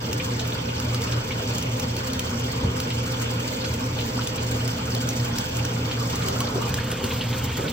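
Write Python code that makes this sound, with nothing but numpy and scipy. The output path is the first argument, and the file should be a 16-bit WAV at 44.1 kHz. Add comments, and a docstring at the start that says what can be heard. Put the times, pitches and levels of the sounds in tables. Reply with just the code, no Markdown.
"""A tap pours into a half-full bathtub in a small tiled bathroom, over the steady hum of a motor.
From the start, filtered noise rings the tub and damped sines give bubbles and spray, which slowly grows;
noise bursts tick as drops and clumps of damped sines splat. The first slop and soft modal boom come at 2.6 s,
and from 3.3 s gliding sines gurgle as bigger bubbles, thickest after 6 s. Around 6.4 s the water churns harder
and the microphone dips toward it; the splash moves to the centre, and slops and booms return to the end."""
import sys
import numpy as np
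from scipy import signal
from scipy.fft import rfft, irfft, next_fast_len
from scipy.io import wavfile
from scipy.ndimage import uniform_filter1d, map_coordinates

SR = 44100
rng = np.random.default_rng(int(sys.argv[2]) if len(sys.argv) > 2 else 0)


def pcm_store(signal):
    """Save signal as 16-bit PCM."""
    levels = np.round(np.clip(np.atleast_2d(signal), -1, 1) * 32767)
    wavfile.write(sys.argv[1], SR, levels.astype(np.int16).T)


N = 340452

# Resonances of tub and room: f/Hz, width/Hz, relative level/dB
TUB_MODES = [(69.8, 12, -7), (85, 8, 1.5), (109, 8.5, 0), (117.7, 8.1, 5), (135, 10, -3), (169.4, 8.3, -3),
             (198.6, 8.1, -5.5), (233.3, 8.4, -0.5), (257.1, 7.5, 0.5), (295.4, 11.4, -6), (312.2, 12, -10),
             (369.8, 7.7, -9.5), (392.4, 7.6, -12), (423.2, 4.5, -17), (446.4, 17, -12), (478, 8.7, -7.5),
             (515.4, 9.3, -2.5), (678.4, 26, -17), (890, 81, -12.5), (1070, 41, -20.5), (1433, 50, -19.5)]
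# Filter gain for the churning noise: f/Hz, relative level/dB
CHURN_COLOUR = [(20, -45), (35, -20.5), (58, -15), (110, -2.5), (200, -6.5), (280, -8), (340, -12),
                (450, -4.5), (700, -14), (1500, -18), (4000, -78)]
# Left-right correlation of the rumble: f/Hz, correlation (-1 to 1)
RUMBLE_CORRELATION = [(150, 1), (300, 0.95), (480, 0.82), (620, -0.9), (1000, -0.7), (1500, -0.65)]
# Water slopping in the tub: t/s, lift of the churn/dB
SLOPS_OF_WATER = [(2.64, 6), (6.31, 9), (6.585, 7.5), (6.66, 1.5), (7.05, 8.5), (7.62, 10)]
# Filter gain for large bubbles, small bubbles and spray: f/Hz, relative level/dB
LARGE_BUBBLE_COLOUR = [(250, -44), (550, 0), (675, -2), (750, -6.5), (880, 0), (960, -3), (1065, 2.5),
                       (1160, -6), (1250, 0.5), (1340, -5), (1435, 3.5), (1550, -4), (1900, -10),
                       (3000, -15)]
SMALL_BUBBLE_COLOUR = [(700, -19), (1400, -8.5), (1900, -9.5), (2350, -2.5), (2650, -1), (2850, 0),
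                       (3100, 2), (3500, -0.5), (3950, -10), (4500, 0), (6000, -3.5), (12000, -40)]
SPRAY_COLOUR = [(2000, 3.5), (4000, 5), (4700, 5), (6200, 6.5), (8000, 11.5), (10000, -15.5), (12300, 4),
                (14300, 8.5), (16000, 0)]
# Drops that smack the surface: t/s, relative level/dB, f/Hz of the trapped bubble
SMACKING_DROPS = [(0.1292, -18, 2700), (0.799, -21.5, 2830), (0.945, -19, 4750), (1.0182, -22.5, 3440),
                  (1.582, -20.5, 6500), (1.625, -22.5, 5700), (1.7968, -18.5, 6000), (1.965, -21, 4270),
                  (2.133, -22.5, 4370), (2.193, -16, 3050), (2.801, -17.5, 2780), (3.739, -23, 6000),
                  (4.272, -18, 3400), (4.677, -20, 2160), (4.949, -19, 4400), (5.0889, -17, 5980),
                  (5.3844, -16.5, 5620), (5.568, -21.5, 7070), (5.651, -21, 5640), (6.156, -20, 6300),
                  (6.284, -16, 3020), (6.404, -15.5, 2910), (6.741, -16, 4730), (6.9152, -17.5, 2810),
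                  (7.041, -18, 4320)]
# Fat lumps of the stream that splat: t/s, relative level/dB, f/Hz at the centre of the clump
FAT_LUMPS = [(.199, -26, 3100), (0.3945, -27, 3980), (0.52, -31.5, 3040), (.687, -34, 3000),
             (1.073, -32.5, 2940), (1.122, -28, 3580), (1.307, -26.5, 2660), (1.32, -33, 3140),
             (2.903, -27.5, 3020), (3.643, -27.5, 3150), (3.987, -28, 3450), (4.009, -30, 3270),
             (4.21, -31, 3150), (4.38, -31, 3180), (5.912, -27, 3400), (6.219, -30, 3160),
             (6.472, -30, 3900), (6.915, -35, 2860), (7.107, -29, 2930), (7.21, -26, 3150),
             (7.329, -29.5, 2900), (7.679, -29, 3230)]
# Big bubbles: t/s, relative level/dB, starting f/Hz, rise/octaves per ring time
BIG_BUBBLES = [(3.33, -27, 905, 0.33), (4.172, -27, 834, 1), (4.187, -15.5, 1230, 1),
               (4.949, -24.5, 525, 0.27), (5.644, -18.5, 1410, .2), (6.129, -20, 976, 0.49),
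               (6.272, -31, 860, .3), (6.285, -21, 385, 0.34), (6.36, -18, 1284, 0.37),
               (6.404, -15.5, 1043, 0.34), (6.45, -25, 1440, .3), (6.492, -23, 995, .2),
               (6.545, -23, 673, 0.25), (6.555, -16, 376, 0.27), (6.577, -21.5, 476, .3),
               (6.781, -24, 1300, .3), (6.783, -18, 1630, 0.41), (7.03, -22, 387, .3),
               (7.04, -26, 1340, .3), (7.567, -30, 1360, 0.31), (7.65, -23.5, 1420, 0.25)]
# Soft booms of the tub: t/s, relative level/dB
BOOM_TIMES = [(2.632, 8.5), (6.691, 4), (7.421, -0.5)]
# Modes of one boom: f/Hz, relative level/dB, t60/s
BOOM_RESONANCES = [(70, -30.5, 0.45), (88.5, -26, 0.45), (133.5, -27.5, 0.27), (188, -25, 0.17),
                   (236, -18.5, 0.082)]
# Motor lines: f/Hz, rms level/dB about which each line wavers
MOTOR_LINES = [(43, -46.5), (119.3, -32)]
# Power that arrives straight from the jet: f/Hz, share (clipped to 0-1)
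DIRECT_SHARE = [(500, 0.28), (2000, 0.1), (4000, 0.13), (6000, 0.42), (10000, 0), (16000, 0)]
# Reverberation of the tiles: f/Hz, t60/s
TILE_DECAY = [(100, .45), (500, 1), (3000, 0.63), (8000, 0.15), (16000, 0.07)]
# Side-to-mid ratio of the scrambled echoes: f/Hz, level/dB
WASH_WIDTH = [(800, 4.5), (1800, -0.5), (3000, 11.5), (4100, 0), (5000, 11.5), (6000, -4), (8000, 6),
              (10000, 48), (12000, 20), (16000, -17)]
# Colour at the microphone once near the water: f/Hz, mid level/dB, side level/dB
NEAR_WATER_COLOUR = [(80, 0, 0), (550, -1, -4), (1300, 2, -4), (2300, 2, -7), (3300, 5, -6), (5000, -1, -4),
                     (8000, -5.5, .5), (13000, 0, 0)]

RUMBLE_DB, BUBBLING_DB, SPLASH_DB, SPRAY_DB = -29, -40, -36.5, -39  # steady pour, before the room
SPRAY_DB_PER_S = 0.4537  # the spray grows a little as the tub fills
SWELL_S, SWELL_WIDTH_S = 6.43, 0.86  # for a moment the water churns harder
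SWELL_RUMBLE_DB, SWELL_BUBBLING_DB = 0.5, 3.5
SLOP_S = 0.088  # half-width at 1/e
BURSTS_PER_S, BURST_S = 70, 0.0044  # how often lumps land, how fast they die
BURST_DB = 3.5  # mean lift of one lump, before each layer takes its share
SMACK_S, SMACK_ATTACK_S = 0.0043, 0.0004
SCATTER_S, SCATTER_DB = 0.02, -13.5  # the droplets that fall back
RING_S, RING_DB, RING_RISE_PER_S = 0.0036, -6.5, 5.5  # the tiny trapped bubble; fractional rise in pitch
SPLAT_S, SPLAT_OCTAVES, SPLAT_CYCLES = 0.0055, 0.294, 3.2  # length; bubble pitch spread and decay
GULP_T60_S, GULP_SIZE_LAW = 0.043, 0.75  # ring time at 1 kHz; lower bubbles ring longer by this power
GULP_FROTH_DB, GULP_FROTH_OCTAVES = -10.52, 0.35  # small bubbles shed by a big one: level, pitch spread
LEAN_START_S, LEAN_END_S = 6.45, 6.9  # the microphone dips toward the water
FIXED_ECHO_DB, WASH_DB = -1, -1  # echoes off still walls; echoes scrambled by the water
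STILL_BELOW_HZ = 3470  # fixed echoes roll off above this
LOW_CUT_HZ, TOP_HZ = 38, 15850


def pour():
    """Superposition: a steady jet's rumble and splash add, both modulated by one swell."""
    churning = swell(SWELL_S, SWELL_WIDTH_S)
    rumble_db = RUMBLE_DB + SWELL_RUMBLE_DB * churning
    bubbling_db = BUBBLING_DB + SWELL_BUBBLING_DB * churning
    spray_db = SPRAY_DB + SPRAY_DB_PER_S * np.arange(N) / SR
    return rumble(rumble_db) + splashing(bubbling_db, SPLASH_DB, spray_db)


def tub_response(f):
    """Modal superposition: resonances of alternating sign, each confined to its neighbourhood."""
    total = 0
    for k, (centre, width, db) in enumerate(TUB_MODES):
        resonance = 1j * f * width / (centre ** 2 - f ** 2 + 1j * f * width)
        nearby = 1 / (1 + ((f - centre) / (3 * width)) ** 2)
        total = total + (-1) ** k * amp(db) * resonance * nearby
    return total


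def rumble(level_db):
    """Forced resonance: the plunging jet churns the water and keeps the tub's modes ringing."""
    ringing = unit(filtered(rng.standard_normal((2, N)), tub_response))
    uneven_noise = rng.standard_normal((2, N)) * amp(2.8 * wobble(32))
    churn = coloured(uneven_noise, CHURN_COLOUR) * amp(surges(SLOPS_OF_WATER, SLOP_S))

    def mid_side_gains(hz):
        """Correlation of two channels follows from the ratio of mid to side."""
        turn = np.arccos(np.clip(along(RUMBLE_CORRELATION, hz), -1, 1)) / 2
        return np.array([np.cos(turn), np.sin(turn)])

    mid, side = filtered(amp(-0.46) * ringing + amp(-8.5) * churn, mid_side_gains)
    return amp(level_db) * np.array([mid + side, mid - side])


def splashing(bubbling_db, splash_db, spray_db):
    """Jet break-up: each lump of the stream frees bubbles of all sizes and a puff of spray."""
    lumps = 0.09 * wobble(11) + bursts()
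    large = bubbles(449, 2186, cycles=6, spread_db=3.5, count=3600, size=800)
    small = bubbles(1373, 6070, cycles=4.6, spread_db=3.5, count=13000, size=200)
    mist = bubbles(3700, 14000, cycles=1, spread_db=3.5, count=50000, size=32)
    large = unit(coloured(large, LARGE_BUBBLE_COLOUR) * amp(0.62 * lumps))
    small = unit(coloured(small, SMALL_BUBBLE_COLOUR) * amp(0.37 * lumps))
    mist = unit(coloured(mist, SPRAY_COLOUR) * amp(lumps + 2.7 * wobble(90)))
    water = amp(bubbling_db) * large + amp(splash_db) * small + amp(spray_db) * mist
    return bathroom(water) * amp([[-0.3], [0.3]])


def bursts():
    """Shot noise: lumps land at random, lift the splash at once and decay (dB about the mean)."""
    luck = rng.random(N)
    size = np.minimum(rng.exponential(size=N), 3)
    landings = size * (luck < BURSTS_PER_S / SR)
    lift = signal.lfilter([1], [1, -np.exp(-1 / (BURST_S * SR))], landings)
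    return BURST_DB * np.minimum(lift - lift.mean(), 2.3)


def bubbles(low_hz, high_hz, cycles, spread_db, count, size):
    """Bubble resonance: damped sines, many faint and few strong, rise in pitch near the surface."""
    when, pitch, luck = rng.random((count, 3)).T[:, :, None]
    hz = low_hz * (high_hz / low_hz) ** pitch
    turns = hz * np.arange(size) / SR
    age = turns / cycles
    strength = amp(-spread_db * np.log(luck + 0.0085)) * np.sqrt(hz)
    phase = 2 * np.pi * turns * (1 + 0.028 * np.minimum(age, 5))
    waves = strength * np.exp(-age) * np.sin(phase)
    places = (when * N).astype(int) + np.arange(size)
    return np.bincount(places.ravel(), waves.ravel())[:N]


def drops():
    """Impact and entrainment: a drop smacks, scatters droplets and traps a bubble rising in pitch."""
    track, t = np.zeros(N), np.arange(SR // 20) / SR
    for s, db, hz in SMACKING_DROPS:
        smack = rng.standard_normal(len(t)) * np.exp(-(t / SMACK_S) ** 2) * (1 - np.exp(-t / SMACK_ATTACK_S))
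        # the eighth power leaves a few strong peaks, hence separate droplets
        ragged = unit(uniform_filter1d(rng.standard_normal(len(t)) ** 8, size=24))
        scatter = rng.standard_normal(len(t)) * np.sqrt(np.abs(ragged)) * np.exp(-t / SCATTER_S)
        ring = np.sin(2 * np.pi * hz * t * (1 + RING_RISE_PER_S * t / 2))
        ring *= np.exp(-t / RING_S) * (1 - np.exp(-t / 0.00033))
        add(track, s, amp(db) * (0.82 * smack + amp(SCATTER_DB) * scatter + amp(RING_DB) * ring))
    colour = [(100, -25), (600, -9), (2500, 0.5), (6500, 4.0), (15000, -4)]  # f/Hz, level/dB
    track = filtered(track, lambda hz: amp(along(colour, hz)))
    return amp(-2.5) * straight(track) + amp(-7.5) * wash(track)


def splats():
    """Fragmentation: each fat lump of the stream bursts into a clump of tiny bubbles."""
    track = np.zeros(N)
    for s, db, hz in FAT_LUMPS:
        add(track, s, amp(db) * clump(hz, count=16))
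    return amp(-1.0) * straight(track) + amp(-1.5) * wash(track)


def clump(hz, count):
    """Exponential birth law: bubbles around one pitch start in a rush; rms 1 if packed into SPLAT_S."""
    t = np.arange(SR // 12) / SR
    born = -SPLAT_S * np.log(1 - (np.arange(count) + rng.random(count)) / count)
    pitch = hz * 2 ** (SPLAT_OCTAVES * rng.standard_normal((count, 1)))
    turns = pitch * np.maximum(t - born[:, None], 0)
    cloud = (pitch * np.sin(2 * np.pi * turns) * np.exp(-turns / SPLAT_CYCLES)).sum(0)
    return unit(cloud) * np.sqrt(SPLAT_S / t[-1])


def gulps():
    """Bubble resonance: big bubbles swell, ring and glide upward in froth; the larger, the longer."""
    track, t = np.zeros(N), np.arange(SR // 6) / SR
    grid = np.fft.rfftfreq(len(t), 1 / SR) + 1
    for s, db, hz, rise in BIG_BUBBLES:
        t60 = GULP_T60_S / (hz / 1000) ** GULP_SIZE_LAW
        phase = 2 * np.pi * np.cumsum(hz * 2 ** (rise * np.minimum(t / t60, 1))) / SR
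        froth_band = np.exp(-(np.log2(grid / hz) / GULP_FROTH_OCTAVES) ** 2 / 2)
        froth = unit(irfft(rfft(rng.standard_normal(len(t))) * froth_band, len(t)))
        fade = amp(-60 * t / t60)
        sound = fade * np.sin(phase) + amp(GULP_FROTH_DB) * np.sqrt(fade) * froth
        add(track, s, amp(db) * (1 - np.exp(-t / 0.0055)) * sound)
    return straight(track) + amp(-4) * wash(track)


def booms():
    """Free vibration: soft thuds excite low modes of the tub, which decay exponentially."""
    track, t = np.zeros(N), np.arange(SR // 2) / SR
    boom = sum(amp(db - 60 * t / t60) * np.sin(2 * np.pi * hz * t) for hz, db, t60 in BOOM_RESONANCES)
    for s, db in BOOM_TIMES:
        add(track, s, amp(db) * boom * (1 - np.exp(-t / 0.0099)))
    return track


def hum():
    """Line spectrum: a motor's shaft and mains tones, slightly unsteady in level and phase."""
    t, track = np.arange(N) / SR, np.zeros(N)
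    for hz, db in MOTOR_LINES:
        level = np.sqrt(2) * amp(db + 1.4 * wobble(3.89))
        track += level * np.sin(2 * np.pi * hz * t + 0.16 * wobble(2.09))
    return track


def bathroom(x):
    """Direct and reverberant fields: power is shared by frequency; fixed echoes lose their treble."""
    share = lambda hz: np.clip(along(DIRECT_SHARE, hz), 0, 1)
    direct = filtered(x, lambda hz: np.sqrt(share(hz)))
    wet = filtered(x, lambda hz: np.sqrt(1 - share(hz)))
    still = filtered(wet, lambda hz: 1 / (1 + (hz / STILL_BELOW_HZ) ** 4))
    return straight(direct) + amp(FIXED_ECHO_DB) * echoes(still) + amp(WASH_DB) * wash(wet)


def straight(x):
    """Interchannel delay: the direct path reaches the right port a little earlier."""
    lag = 4.9e-5  # s, right ahead of left
    return filtered(x, lambda hz: np.exp(1j * np.pi * hz * lag * np.array([[-1], [1]])))


def echoes(x):
    """Reverberation: convolution with decaying noise at two ports; each frequency has its own t60."""
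    hz, t, z = signal.stft(rng.standard_normal((2, SR // 2)), SR, nperseg=256)
    near_walls = 1 + 2.0 * np.exp(-t / 0.012)  # the near walls of the tub answer first
    fade = amp(-60 * t / along(TILE_DECAY, hz)[:, None]) * near_walls
    tail = signal.istft(z * fade / np.linalg.norm(fade, axis=1, keepdims=True), SR, nperseg=256)[1]
    tail = tail / np.linalg.norm(tail, axis=1, keepdims=True)
    return signal.fftconvolve(x[None], tail, axes=1)[:, :N]


def wash(x):
    """Diffuse scattering: echoes off rocking water keep energy and colour but lose fine pattern."""
    hz, t, z = signal.stft(x, SR, nperseg=256)
    t = t[:128]  # the first 0.37 s of decay
    fade = (amp(-60 * t / along(TILE_DECAY, hz)[:, None]) * (1 + 3.5 * np.exp(-t / 0.023))) ** 2
    fade = fade / fade.sum(1, keepdims=True)
    power = np.abs(signal.fftconvolve(np.abs(z) ** 2, fade, axes=1))[:, :z.shape[1]]
    noise = signal.stft(rng.standard_normal((2, N)), nperseg=256)[2]
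    turn = np.arctan(amp(along(WASH_WIDTH, hz)))[:, None]
    scrambled = np.sqrt(power) * noise / np.std(noise) * [np.cos(turn), np.sin(turn)]
    mid, side = signal.istft(scrambled, nperseg=256)[1][:, :N]
    return np.array([mid + side, mid - side])


def leaning(x):
    """Mid-side filtering: as the microphone dips, splash moves to the centre and hiss to the sides."""
    lean = np.interp(np.arange(N) / SR, [LEAN_START_S, LEAN_END_S], [0, 1])
    f, *columns = np.transpose(NEAR_WATER_COLOUR)
    mid_side = np.array([x[0] + x[1], x[0] - x[1]]) / 2
    mid, side = filtered(mid_side, lambda hz: amp([along(np.c_[f, db], hz) for db in columns]))
    return (1 - lean) * x + lean * np.array([mid + side, mid - side])


def swell(s, width):
    """Gaussian envelope of height 1 around time s."""
    return np.exp(-((np.arange(N) / SR - s) / width) ** 2)


def surges(rows, width):
    """Sum of Gaussian lifts in dB, one for each (t/s, level/dB) row."""
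    return sum(db * swell(s, width) for s, db in rows)


def wobble(rate):
    """Band-limited fluctuation: a smooth curve through random knots, rate a second."""
    return map_coordinates(rng.standard_normal(4096), [np.arange(N) * rate / SR], mode="wrap")


def filtered(x, response):
    """Linear filtering: the spectrum of x times a complex response of frequency."""
    m = next_fast_len(N + SR // 2)
    return irfft(rfft(x, m) * response(np.fft.rfftfreq(m, 1 / SR)), m)[..., :N]


def coloured(x, spectrum):
    """Spectral shaping: x filtered by (f/Hz, level/dB) points, at rms 1."""
    return unit(filtered(x, lambda hz: amp(along(spectrum, hz))))


def along(points, hz):
    """Linear interpolation of (f/Hz, value) points on a logarithmic frequency axis."""
    f, v = np.transpose(points)
    return np.interp(np.log(hz + 1), np.log(f + 1), v)


def amp(db):
    """Amplitude ratio of a level in decibels."""
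    return 10 ** (np.asarray(db) / 20)


def unit(x):
    """Normalisation of x to rms 1."""
    return x / np.sqrt(np.mean(x ** 2) + 1e-20)


def add(track, s, sound):
    """Superposition of a sound on a track from time s."""
    part = track[max(round(s * SR), 0):][:len(sound)]
    part += sound[:len(part)]


def scene():
    """Superposition of all sources at the far end of the tub, a little stronger on the right."""
    water = leaning(pour() + drops() + splats())
    return (water + gulps() + booms() + hum()) * amp([[-0.25], [0.25]])


def record(dry):
    """Band limiting: the recorder drops the deepest bass and keeps nothing from TOP_HZ up."""
    return filtered(dry, lambda hz: (hz < TOP_HZ) * (1 - 1 / (1 + (hz / LOW_CUT_HZ) ** 8)))


dry = scene()
out = record(dry)
pcm_store(out)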